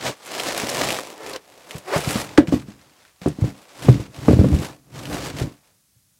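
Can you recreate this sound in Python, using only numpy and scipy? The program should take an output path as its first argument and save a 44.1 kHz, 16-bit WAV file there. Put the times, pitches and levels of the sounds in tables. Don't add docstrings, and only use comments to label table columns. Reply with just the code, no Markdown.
import sys
import numpy as np
from scipy import signal
from scipy.fft import rfft, irfft
from scipy.io import wavfile
from scipy.ndimage import map_coordinates

SR = 44100
rng = np.random.default_rng(int(sys.argv[2]) if len(sys.argv) > 2 else 0)


def unload_wav(signal):
    wavfile.write(
        sys.argv[1],
        SR,
        np.round(np.clip(np.atleast_2d(signal).T, -1, 1) * 32767).astype(np.int16),
    )


N = 273178

# full_speed_s, hold_s, rise_20db_s, fall_20db_s, crinkle_db, billow_db, fizz_db
FILM_STROKES = [ (0.06, .03, .085, .05, -26.5, -1, -19), (0.38, .54, .16, .21, -29.5, -2.5, -9.5),
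                (0.789, .035, .07, .09, -28.5, 1, -19), (1.08, .07, .1, .1, -48, 3, -12),
                (1.26, 0.1, .11, .03, -40, -2, -10), (1.6, .22, .5, .18, -52.5, 1, -8.5),
                (1.71, .05, 0.13, .14, -44.5, 0, -8.5), (1.981, .23, .095, .075, -32, -1.5, -6),
                (2.292, 0.049, 0.27, .12, -43.5, 1.5, -18), (2.474, .014, .008, .07, -40, 0, -16),
                (2.528, .015, .025, .09, -36, 0, -10), (2.68, .012, .02, .1, -49, -2, -13),
                (2.62, .35, .2, .4, -59, -3, -16), (3.05, .15, .12, .12, -63, -10, -15),
                (3.22, .085, .012, .075, -45.5, -1, -15), (3.411, .07, .055, .08, -42.5, 1.5, -10.5),
                (3.55, .15, 0.03, 0.7, -55, 0, -9), (3.831, .055, .13, 0.1453, -35.5, -2.5, -11.5),
                (3.975, .03, 0.11, .11, -42.5, 0, -14), (4.16, .05, .04, .1, -47, 4, -13),
                (4.25, .35, .11, .13, -39.5, 0, -9.5), (4.62, .03, .035, .1, -36, 3, -9),
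                (4.96, 0.11, .075, 0.06, -42.5, 1, -9.5), (5.11, .04, .045, 0.063, -35.5, 2.5, -3.5),
                (5.189, .085, 0.1054, .09, -35, 0, -13), (5.386, .018, .065, .12, -36.5, 0.5, -11),
                (5.659, .05, .2, .09, -63, -1, -15)]
# time_s, strain
FILM_STRAIN = [(.1, 0.07), (.35, 0.92), (1.0, 0.99), (1.9, 0.3), (3.8, 0.2), (5.2, 0.01)]
# frequency_hz, density_db
CRINKLE_SPECTRUM = [(350, -18.5), (750, -4), (1100, 0.5), (1550, -0.5), (2200, -1), (3300, -3),
                    (5300, -4.5), (8000, -8), (11300, -23.5), (15700, -34)]
FIZZ_SPECTRUM = [(3000, -10.5), (7500, 5), (11000, 1.5), (15800, -15.5)]
BILLOW_SPECTRUM = [(40, -48.5), (100, -17.5), (190, -4.5), (300, 0), (450, 2), (600, 3.5), (1100, -4),
                   (2200, -26.5)]
# full_speed_s, hold_s, rise_20db_s, fall_20db_s, level_db
MATTRESS_SHOVES = [(0.064, 0.039, 0.1, 0.02, -32), (0.45, 0.08, .15, 0.15, -46),
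                   (0.783, 0.11, 0.25, .13, -37), (1.26, .1, .06, .04, -50), (2.001, 0.19, 0.13, 0.28, -38),
                   (2.55, .06, 0.43, .25, -41), (3.28, .03, .03, .08, -36), (3.45, .03, .04, .09, -33),
                   (3.87, .09, .06, .12, -25), (4.303, .25, .1, .14, -22), (4.95, .39, .09, .11, -38),
                   (5.107, 0.033, .05, 0.16, -28.5), (5.42, 0.037, 0.14, 0.06, -26.5)]
# frequency_hz, density_db
RUMBLE_SPECTRUM = [(28, -31.5), (52, -2), (90, -3), (135, 7.5), (200, -3.5), (290, 0.5), (500, -13.5),
                   (1200, -43), (4000, -72)]
# start_s, peak_db, pitch_hz
CREASE_SNAPS = [(.398, -14, 3000), (.478, -15, 5030), (.692, -12, 5000), (.700, -14, 7000),
                (.813, -11, 1600), (.887, -13, 2500), (.905, -8, 2930), (.988, -14, 978),
                (1.336, -20, 4340), (1.362, -17, 3230), (1.709, -20, 2600), (1.782, -28, 6950),
                (1.981, -17, 5850), (2.473, -24, 1994), (2.623, -33, 1010), (3.051, -39, 1385),
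                (3.217, -31, 1980), (3.284, -24, 7100), (4.145, -31, 2720), (5.055, -20, 3030),
                (5.301, -23, 1704)]
# start_s, thud_peak_db, panel_hz, panel_t60_s, knock_relative_db
BOX_BLOWS = [ (0.634, -18, 230, .052, -3), (1.750, -24.5, 156, .06, -4.5), (1.96, -15, 160, 0.091, -9),
             (2.074, -12.5, 160, 0.04, -17.5), (2.156, -11, 219, 0.088, -11.5),
             (2.3826, 5.5, 315, .06, -18), (2.482, -16, 169, .1, -14), (2.524, -6, 310, .068, -6),
             (2.538, -2.5, 250, 0.045, -10.5), (2.684, -26, 210, .1, -15), (3.216, -31, 182, .15, -4),
             (3.260, -7.5, 245, .04, -2.5), (3.273, -14, 152, .096, 2.5), (3.387, -19, 228, .03, -16),
             (3.420, -7, 117, .07, -24), (3.440, -9.5, 136, .075, -9), (3.885, 1.5, 219, .05, -3),
             (3.890, 2.5, 127, 0.13, -19.5), (3.996, -18.5, 125, .05, -6), (4.183, -26.5, 106, .058, -19),
             (4.2832, 2, 237, .04, -4), (4.294, -6.5, 124, 0.055, -1), (4.309, -0.5, 246, 0.044, -8),
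             (4.331, -6, 108, 0.051, 0), (4.367, -8, 202, .08, -13), (4.390, -1.5, 95, .06, -9),
             (4.413, -1, 212, 0.042, -13.5), (4.443, -6.5, 195, .07, -1), (4.53, -6, 68.6, .06, -13),
             (5.413, -13, 130, .03, -4.5), (5.962, -49, 115, .12, -22)]
# pitch_hz, level_db, t60_s
BOX_MODES = [(53.7, -14.5, 0.14), (84.9, 2.5, 0.13), (100, -14.5, 0.047), (127, 2.5, 0.13),
             (160, -1, 0.058), (196.8, -9.5, 0.3), (250, -2, 0.11), (294, 3.5, 0.088), (327.6, -4.5, 0.18),
             (377.7, 4.5, 0.042), (440, -7, 0.09), (480, -8.5, 0.04), (613, -16.5, 0.18)]
# frequency_hz, density_db
KNOCK_SPECTRUM = [(150, -15), (400, 16), (570, 5.5), (800, -5.5), (1150, -11), (1600, -28), (3000, -45),
                  (8000, -61.5)]
CRACK_SPECTRUM = [(400, -5), (1000, 8), (1900, 5), (3000, -1), (8000, -11.5), (15000, -35.5)]
# full_speed_s, hold_s, rise_20db_s, fall_20db_s, level_db, slip_hz, climb_octaves_per_s
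CLOTH_SLIDES = [(1.205, .12, 0.06, .08, -37.5, 430, .3), (1.352, .012, 0.0297, .022, -33, 520, 0),
                (1.876, .03, .008, .03, -33, 380, 0), (1.94, .028, .065, .04, -20, 540, 8)]
# frequency_hz, density_db
ZIP_SPECTRUM = [(150, -28), (380, 4.5), (750, -1.5), (1200, -5), (2200, -10.5), (3200, -19.5),
                (5000, -19), (12000, -36)]
# start_s, crack_peak_db
PALM_SLAPS = [(2.3752, -4.5)]
# frequency_hz, density_db
WALL_SPECTRUM = [(150, -38), (240, -1), (330, -1.5), (570, -4), (800, -18.5), (3000, -53)]
# frequency_hz, t60_s
CABIN_DECAY = [(100, 0.22), (300, 0.11), (2000, 0.15), (12000, 0.047)]
# frequency_hz, density_db
AIR_SPECTRUM = [(25, -32), (60, -11), (130, -10), (200, -14), (400, -27.5), (1000, -28), (3000, -27.5),
                (6000, -22.5), (10600, -22.5), (15700, -28)]


def amp(db):
    return np.exp(np.asarray(db) * (np.log(10) / 20))


def unit(x):
    return x / np.sqrt(np.mean(x ** 2) + 1e-20)


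def unit_peak(x):
    return x / (np.abs(x).max() + 1e-20)


def along(points, hz):
    frequencies, values = np.transpose(points)
    return np.interp(np.log(hz + 1), np.log(frequencies + 1), values)


def wobble(rate_hz):
    return map_coordinates(rng.standard_normal(4096), [np.arange(N) * rate_hz / SR], mode="wrap")


def colour(x, spectrum):
    size = 4096
    cepstrum = irfft(np.log(amp(along(spectrum, np.fft.rfftfreq(size, 1 / SR)))))
    fold = np.r_[1, np.full(size // 2 - 1, 2), np.zeros(size // 2)]
    response = irfft(np.exp(rfft(cepstrum * fold)))
    return signal.fftconvolve(x, response)[:len(x)]


def resonate(x, hz, q):
    return signal.lfilter(*signal.iirpeak(hz, q, SR), x)


def burst(t, t60):
    return rng.standard_normal(len(t)) * amp(-60 * t / t60)


def add(track, start_s, sound):
    part = track[round(start_s * SR):][:len(sound)]
    part += sound[:len(part)]


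def motion(full_speed_s, hold, rise, fall):
    span_s = np.array([full_speed_s - 4 * rise, full_speed_s + hold + 4 * fall])
    first, last = np.clip(span_s * SR, 0, N).astype(int)
    t = np.arange(first, last) / SR - full_speed_s
    away = np.maximum(-t / rise, (t - hold) / fall)
    gain = np.zeros(N)
    gain[first:last] = amp(-20 * np.maximum(away, 0))
    return gain


def crackle(rate_hz, spread_db):
    happens = rng.random(N) < rate_hz / SR
    size = amp(spread_db * np.minimum(rng.exponential(size=N), 4))
    return unit(happens * size * rng.choice([-1, 1], N) / np.sqrt(rate_hz))


def flurries(rate_hz, life_s):
    starts = (rng.random(N) < rate_hz / SR) * rng.exponential(size=N)
    activity = signal.lfilter([1], [1, -np.exp(-1 / (life_s * SR))], starts)
    return np.sqrt(unit(0.44 + activity))


def stroke_gains():
    sizes = amp([(db, db + billow_db, db + fizz_db) for *_, db, billow_db, fizz_db in FILM_STROKES])
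    moves = np.array([motion(*stroke[:4]) for stroke in FILM_STROKES])
    return np.sqrt(sizes.T ** 2 @ moves ** 2)


def film_rustle(flutter_db=1.48, flutter_hz=22):
    fits = amp(flutter_db * wobble(flutter_hz))
    crinkle_gain, billow_gain, fizz_gain = stroke_gains() * fits
    strain = np.interp(np.arange(N) / SR, *np.transpose(FILM_STRAIN))
    buckle_hz = 700 * (crinkle_gain / crinkle_gain.max()) ** .23
    buckles = strain * crackle(buckle_hz, spread_db=4)
    rubbing = flurries(rate_hz=290, life_s=0.002) * rng.standard_normal(N)

    def mix(ticks):
        return (rubbing + ticks * buckles) / np.hypot(1, ticks * strain)

    crinkle = unit(colour(mix(ticks=0.72), CRINKLE_SPECTRUM))
    flicker = amp(2.5 * wobble(45))
    fizz = unit(flicker * colour(mix(ticks=1.9), FIZZ_SPECTRUM))
    billow = unit(colour(buckles + 0.8 * rng.standard_normal(N), BILLOW_SPECTRUM))
    return crinkle_gain * crinkle + fizz_gain * fizz + billow_gain * billow


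def mattress_drag():
    friction = crackle(rate_hz=400, spread_db=-1) + 0.95 * rng.standard_normal(N)
    power = sum((amp(db) * motion(*timing)) ** 2 for *timing, db in MATTRESS_SHOVES)
    return np.sqrt(power) * unit(colour(friction, RUMBLE_SPECTRUM))


def crease_snaps():
    out, t = np.zeros(N), np.arange(SR // 15) / SR
    for start_s, db, hz in CREASE_SNAPS:
        tick = 1.5 * (t == 0) + burst(t, .005) + .25 * burst(t, .05)
        add(out, start_s, amp(db) * unit_peak(resonate(tick, hz, q=2.5)))
    return out


def box_thumps(blows):
    out, t = np.zeros(N), np.arange(SR // 2) / SR
    for start_s, db, hz, panel_t60, knock_db in blows:
        modes = sum(amp(mode_db + rng.normal(0, 1) - 60 * t / t60) * np.sin(2 * np.pi * mode_hz * t)
                    for mode_hz, mode_db, t60 in BOX_MODES)
        ring = unit_peak(resonate(modes, hz, q=1.4))
        panel = np.sin(2 * np.pi * hz * t) * amp(-60 * t / panel_t60)
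        swell = 1 - np.exp(-t * hz * 3.8)
        thud = unit_peak(swell * (panel + 0.69 * ring))
        contact = (t == 0) + 0.084 * burst(t, 0.029) + 0.01624 * burst(t, 0.081)
        knock = unit_peak(colour(contact, KNOCK_SPECTRUM))
        crack_noise = (burst(t, 0.038) + 0.25 * burst(t, 0.1194)) * (1 - np.exp(-t / 0.003))
        crack = unit_peak(colour(crack_noise, CRACK_SPECTRUM))
        crack_db = -22.5 + .55 * knock_db
        add(out, start_s, amp(db) * (thud + amp(knock_db) * knock + amp(crack_db) * crack))
    return out


def cloth_slides():
    out, t = np.zeros(N), np.arange(N) / SR
    for full_speed_s, hold, rise, fall, db, slip_hz, climb in CLOTH_SLIDES:
        rate_hz = slip_hz * 2 ** np.clip(climb * (t - full_speed_s), -1, 1)
        slip_count = np.floor(np.cumsum(rate_hz * (1 + .055 * wobble(300))) / SR)
        slips = unit(np.diff(slip_count, prepend=0) * amp(2 * wobble(400)))
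        friction = slips + .95 * rng.standard_normal(N)
        zipping = unit(colour(friction - friction.mean(), ZIP_SPECTRUM))
        out += amp(db) * motion(full_speed_s, hold, rise, fall) * zipping
    return out


def palm_slap():
    out, t = np.zeros(N), np.arange(SR // 2) / SR
    for start_s, db in PALM_SLAPS:
        attack = 1 - np.exp(-t / 0.0046)
        contact = attack * (burst(t, .034) + .045 * burst(t, .18))
        crack = unit_peak(colour(contact, CRACK_SPECTRUM))
        wall = unit_peak(colour(attack * burst(t, 0.16), WALL_SPECTRUM))
        add(out, start_s, amp(db) * (crack + amp(-3.5) * wall))
    return out


def body_settling(count=6, start_s=4.445, gap_s=.027, level_db=-9, fade_db_per_s=40):
    panel_hz, panel_t60_s, knock_db = 130, 0.067, -17.5
    jitter, detune = rng.standard_normal((count, 2)).T
    delays_s = gap_s * (np.arange(count) + .5 + 0.17 * jitter)
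    pitches_hz = panel_hz * 2 ** (0.29 * detune)
    return [(start_s + delay, level_db - fade_db_per_s * delay, hz, panel_t60_s, knock_db)
            for delay, hz in zip(delays_s, pitches_hz)]


def cabin_reverb(x):
    hz, t, noise = signal.stft(rng.standard_normal(SR // 2), SR, nperseg=256)
    decay = amp(-60 * t / along(CABIN_DECAY, hz)[:, None])
    tail = signal.istft(noise * decay, SR, nperseg=256)[1]
    tail = signal.sosfilt(signal.butter(2, 220, "high", fs=SR, output="sos"), tail)
    response = np.pad(tail / np.linalg.norm(tail), (SR // 300, 0))
    return signal.fftconvolve(x, response)[:N]


def scene():
    plastic = film_rustle() + crease_snaps() + cloth_slides()
    wood = box_thumps(BOX_BLOWS + body_settling()) + palm_slap() + mattress_drag()
    air = amp(-63) * unit(colour(rng.standard_normal(N), AIR_SPECTRUM))
    reverb = cabin_reverb(amp(-19.5) * plastic + amp(-13.5) * wood)
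    return (plastic + wood + reverb + air)[None]


def record(dry):
    low_hz, top_hz = 42, 15850
    x = signal.sosfilt(signal.butter(4, low_hz, "high", fs=SR, output="sos"), dry)
    x = np.clip(x, -.99, .99)
    return irfft(rfft(x) * (np.fft.rfftfreq(N, 1 / SR) < top_hz), N)


dry = scene()
out = record(dry)
unload_wav(out)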